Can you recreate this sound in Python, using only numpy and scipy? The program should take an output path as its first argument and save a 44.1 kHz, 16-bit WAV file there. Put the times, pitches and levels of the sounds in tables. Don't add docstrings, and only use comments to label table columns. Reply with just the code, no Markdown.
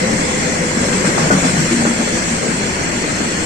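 import sys
import numpy as np
from scipy import signal
from scipy.fft import rfft, irfft, next_fast_len
from scipy.io import wavfile
from scipy.ndimage import uniform_filter1d, minimum_filter1d

SR = 44100
rng = np.random.default_rng(int(sys.argv[2]) if len(sys.argv) > 2 else 0)


def store_pcm(level_fs):
    pcm = np.round(np.clip(level_fs, -1, 1) * 32767).astype(np.int16)
    wavfile.write(sys.argv[1], SR, np.atleast_2d(pcm).T)


N = 152145
T = np.arange(N) / SR
SIZE = next_fast_len(N + 4096)
HZ = np.maximum(np.arange(SIZE // 2 + 1) * SR / SIZE, 1)

# frequency in Hz, density in dB per Hz.
RUMBLE_COLOUR = [(60, -111), (105, -53.5), (130, -46.5), (165, -39), (225, -39.5), (275, -46.5),
                 (330, -45.5), (430, -64.5), (700, -85), (1500, -120)]
ROAR_COLOUR = [(200, -48.5), (560, -52), (760, -56), (1020, -56), (1300, -63), (1800, -65)]
WHEELS_COLOUR = [(1300, -61), (1650, -56.5), (2150, -60), (2600, -61), (3100, -66), (4500, -123)]
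HISS_COLOUR = [(1800, -75), (3000, -69.5), (3400, -62), (3770, -72.5), (4050, -64), (4300, -65.5),
               (4900, -66), (5500, -62.5), (6900, -61.5), (7400, -57.5), (8300, -61.5), (8700, -66.5),
               (9200, -75), (9850, -77), (10400, -93.5), (11250, -86.5), (12100, -87), (13800, -91),
               (15400, -102)]
GROUND_COLOUR = [(12, -53), (48, -56), (82, -51), (108, -52), (200, -61)]

# time in seconds, level in dB.
RUMBLE_LEVEL = [(0, -4.5), (.6, -4), (.87, -2), (1, -3.5), (1.25, -0.5), (1.62, -.5), (1.675, -6),
                (1.75, -1.5), (2, -7), (2.4, -3.5), (2.8, -8), (3.12, -5), (3.45, -9)]
ROAR_LEVEL = [(0, 1.2), (.65, -1), (1.25, 2), (1.5, -1), (1.68, -2.5), (1.8, -1.5), (1.92, -1.8),
              (3.45, -1.1)]
WHEELS_LEVEL = [(0, -1.7), (1.2, 1.4), (1.75, 1), (2.5, 0.1), (3.45, 0.95)]
HISS_LEVEL = [(0, -0.3), (.5, -0.15), (.67, -1.2), (.85, 0), (1.25, 0.71), (1.55, 1.7), (1.93, -0.88),
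              (2.2, 0.21), (2.5, -1.7), (3.15, -1.7), (3.45, -1.8)]

# centre in Hz, half-width in Hz, rms level at the start in dB, fade in dB per second.
SINGING = [(501.6, 10.6, -26, 5), (2065, 205, -27, 2.5), (240, 13.4, -30, 2), (362, 25, -45, -0.5),
           (4290, 89, -43.5, -2)]

# middle in seconds, length in seconds, pitch at the middle in Hz, half-width in Hz, level in dB.
SQUEAKS = [(0.877, .05, 11330, 70.4, -52), (1.13, .22, 11230, 190, -50), (1.32, .07, 13700, 140, -46),
           (1.44, .2, 13550, 160, -59), (1.605, 0.09, 13100, 80, -52)]

# time in seconds, thud in dB, boom in dB, boom pitch in Hz, clang in dB, clatter and hiss in dB.
KNOCKS = [(0.913, -33, -15, 179, -4, -2), (1.043, -20, -12, 219, -1, 1), (1.17, -32, -8, 162, 3.5, -0.5),
          (1.303, 0, -2, 189, 5, 0), (1.433, -22, -5, 184, 1, 2), (1.565, -22, -7, 147, -6, -5),
          (1.697, -42, -1, 233, -15, -1), (1.851, -12, -11, 212, -1, -4.5), (1.985, -34, -9.5, 234, -8, -9),
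          (2.111, -43, -9.5, 229, -15, -21)]
# mean frequency in Hz, relative level in dB, 60 dB decay in seconds.
THUD_MODES = [(405, -8.5, 0.089), (474, -5, .06), (570, 3.5, 0.027), (800, -8, 0.024), (1160, -13, 0.027),
              (1400, -3.5, 0.12)]
# ratio to the boom pitch, relative level in dB, 60 dB decay in seconds.
BOOM_MODES = [(0.999, -1, 0.21), (1.439, -2, 0.16)]
# frequency in Hz, density in dB per Hz.
CLANG_COLOUR = [(130, -64), (330, -50.5), (700, -50.5), (1200, -51.5), (1600, -56)]
CLATTER_COLOUR = [(1100, -64), (1650, -57.5), (2500, -58), (3500, -80)]

# start in seconds, length in seconds, mean pitch in Hz, rms level in dB.
DRONES = [(1.35, 0.167, 171.4, -20.5), (1.75, 0.2, 235.4, -21.5)]

# frequency in Hz, side minus mid in dB, lag of the left in milliseconds.
PAIR = [(40, -22, .01), (90, -18.5, .02), (180, -14.5, .03), (300, -10.5, .06), (480, -5.5, .15),
        (760, -3.1, .28), (1030, -4.2, .41), (1500, -1.8, .33), (2150, -2.4, .43), (3100, -1.6, .48),
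        (8000, -.9, .52)]
# frequency in Hz, left minus right in dB.
BALANCE = [(40, .1), (150, 1), (280, 1.6), (500, 3.6), (1050, 3.4), (1600, 5.5), (2200, 3), (2800, 0),
           (3800, -1.3), (4600, 0), (7300, -2), (7900, 2), (8600, 8), (9800, 5), (15000, 4)]


def from_db(db):
    return 10 ** (np.asarray(db) / 20)


def over_hz(points, axis=1):
    rows = np.array(points)
    return np.interp(np.log(HZ), np.log(rows[:, 0]), rows[:, axis])


def level(points):
    return from_db(np.interp(T, *np.transpose(points)))


def colour(points):
    outside = np.maximum(np.maximum(HZ / points[-1][0], points[0][0] / HZ), 1)
    return from_db(over_hz(points)) / outside ** 4


def drift(rate_hz):
    step = 40
    pole = np.exp(-2 * np.pi * rate_hz * step / SR)
    draws = rng.standard_normal(N // step + 2002)
    slow = signal.lfilter([1], [1, -2 * pole, pole * pole], draws)[2000:]
    return np.interp(np.arange(N) / step, np.arange(len(slow)), slow / slow.std())


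def stereo_noise(gain):
    mid, side = rfft(rng.standard_normal((2, SIZE))) * np.sqrt(SR / 2)
    width = from_db(over_hz(PAIR))
    return gain * (mid + width * side * [[1], [-1]]) / np.sqrt(1 + width ** 2)


def wash(spectrum):
    return irfft(stereo_noise(colour(spectrum)), SIZE)[:, :N]


def band_of(noise, place, k):
    return irfft(noise * np.maximum(1 - abs(place - k), 0), SIZE)[:, :N]


def rush(spectrum, flutter_db, flutter_hz, count=10):
    noise = stereo_noise(colour(spectrum))
    together = drift(flutter_hz)
    octave = np.clip(np.log2(HZ / SR * 2) + count - .5, 0, count - 1)
    out = 0
    for k in range(count):
        flutter = .5 * together + drift(flutter_hz)
        out = out + band_of(noise, octave, k) * from_db(flutter_db * flutter)
    return out


def shimmer(spectrum, low_hz, high_hz, swing_db, count):
    noise = stereo_noise(colour(spectrum))
    place = np.interp(HZ, [low_hz, high_hz], [0, count - 1])
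    rate_hz = 10.6
    out = 0
    for k in range(count):
        swing = np.minimum([drift(rate_hz), drift(rate_hz)], 1)
        gain = from_db(swing_db * swing) if k < count - 1 else 1
        out = out + band_of(noise, place, k) * gain
    return out


def resonance(hz, width, bend_hz):
    noise = irfft(stereo_noise(1 / (1 + ((HZ - hz) / width) ** 2)), SIZE)
    moved = signal.hilbert(noise)[:, :N] * np.exp(2j * np.pi * np.cumsum(bend_hz) / SR)
    return moved.real / moved.real.std()


def rolling():
    rumble = level(RUMBLE_LEVEL) * rush(RUMBLE_COLOUR, flutter_db=1.15, flutter_hz=11.5)

    roar = shimmer(ROAR_COLOUR, low_hz=347, high_hz=1534, swing_db=3, count=9)
    roar_grit = from_db(1.6 * drift(46))
    roar = level(ROAR_LEVEL) * roar_grit * roar

    wheels = shimmer(WHEELS_COLOUR, low_hz=1177, high_hz=3220, swing_db=4.5, count=20)
    wheels = level(WHEELS_LEVEL) * wheels

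    hiss = shimmer(HISS_COLOUR, low_hz=2795, high_hz=9240, swing_db=6, count=36)
    hiss = level(HISS_LEVEL) * hiss

    out = rumble + roar + wheels + hiss + wash(GROUND_COLOUR)
    for hz, width, db, fade in SINGING:
        waver_hz = .012 * hz * drift(4)
        out += from_db(db - fade * T) * resonance(hz, width, waver_hz)
    return out


def rattles(count=18):
    taps_per_s, tap_db = 150, -32.5
    ring_cycles = 91
    out = np.zeros((2, N))
    for hz in np.geomspace(330, 2700, count):
        taps = (rng.random(N) < taps_per_s / count / SR) * from_db(tap_db)
        strikes = taps * (1 + .5 * rng.standard_normal((2, N)))
        turn = 2 * np.pi * hz / SR
        pole = np.exp(-np.log(1000) * hz / ring_cycles / SR)
        resonator = [1, -2 * pole * np.cos(turn), pole * pole]
        out += signal.lfilter([0, np.sin(turn)], resonator, strikes + 1e-18)
    return out


def squeaks():
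    sag_hz_per_s, rough_db = 1500, 4
    out = 0
    for middle, length, hz, width, db in SQUEAKS:
        note = resonance(hz, width, sag_hz_per_s * (middle - T))
        envelope = np.exp(-(2 * (T - middle) / length) ** 2)
        out = out + from_db(db) * envelope * note
    return from_db(rough_db * drift(40)) * out


def ring(start, hz, t60):
    age = np.maximum(T - start, 0)
    return np.sin(2 * np.pi * hz * age) * np.exp(-np.minimum(np.log(1000) * age / t60, 20))


def swell(start, rise, fall):
    age = np.maximum(T - start, 0)
    shape = (1 - np.exp(-age / rise)) ** 2 * np.exp(-age / fall)
    return shape / shape.max()


def rail_thud(strike):
    out = 0
    for hz, db, t60 in THUD_MODES:
        start = strike + rng.uniform(0.0010178, 0.00134)
        pitch = hz * (1 + 0.0325 * rng.standard_normal())
        out = out + from_db(db) * ring(start, pitch, t60)
    return out


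def wagon_boom(strike, boom_hz):
    lag_s, rise_s = 0.00756, 0.023
    build_up = 1 - np.exp(-np.maximum(T - strike - lag_s, 0) / rise_s)
    out = 0
    for ratio, db, t60 in BOOM_MODES:
        start = strike + lag_s * rng.uniform(0.49, 1.484)
        out = out + from_db(db) * build_up * ring(start, boom_hz * ratio, t60)
    return out


def wheel_flat():
    body = clang = clatter = hiss = 0
    for strike, thud_db, boom_db, boom_hz, clang_db, clatter_db in KNOCKS:
        body = body + from_db(thud_db) * rail_thud(strike)
        body = body + from_db(boom_db) * wagon_boom(strike, boom_hz)
        clang = clang + from_db(clang_db) * swell(strike, rise=0.0019, fall=0.048)
        clatter = clatter + from_db(clatter_db) * swell(strike, rise=0.0074, fall=0.045)
        hiss = hiss + from_db(clatter_db) * swell(strike, rise=0.068, fall=0.016)
    low_cut = signal.butter(2, 68, "high", fs=SR, output="sos")
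    out = signal.sosfilt(low_cut, body) + clang * wash(CLANG_COLOUR)
    out = out + clatter * rush(CLATTER_COLOUR, flutter_db=2.9, flutter_hz=110)
    return out + hiss * wash(HISS_COLOUR)


def drones():
    edge_s, waver_hz = 0.026, 1.39
    out = 0
    for start, length, hz, db in DRONES:
        hold = np.clip(np.minimum(T - start, start + length - T) / edge_s, 0, 1)
        phase = 2 * np.pi * np.cumsum(hz + waver_hz * drift(9.8)) / SR
        out = out + hold * from_db(db) * np.sqrt(2) * np.sin(phase)
    return out


def scene():
    train = rfft(rolling() + rattles() + squeaks() + wheel_flat() + drones(), SIZE)
    sides = np.array([[.5], [-.5]])
    tone = from_db(sides * over_hz(BALANCE))
    lag_s = over_hz(PAIR, axis=2) / 1000
    delay = np.exp(-2j * np.pi * HZ * lag_s * sides)
    return irfft(train * tone * delay, SIZE)[:, :N]


def record(dry):
    ceiling, span = .99, int(.001 * SR)
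    gain = ceiling / np.maximum(abs(dry).max(axis=0), ceiling)
    gain = uniform_filter1d(minimum_filter1d(gain, 2 * span), span)
    top_cut = signal.ellip(10, .1, 80, 15650, fs=SR, output="sos")
    return signal.sosfilt(top_cut, dry * gain)


dry = scene()
out = record(dry)
store_pcm(out)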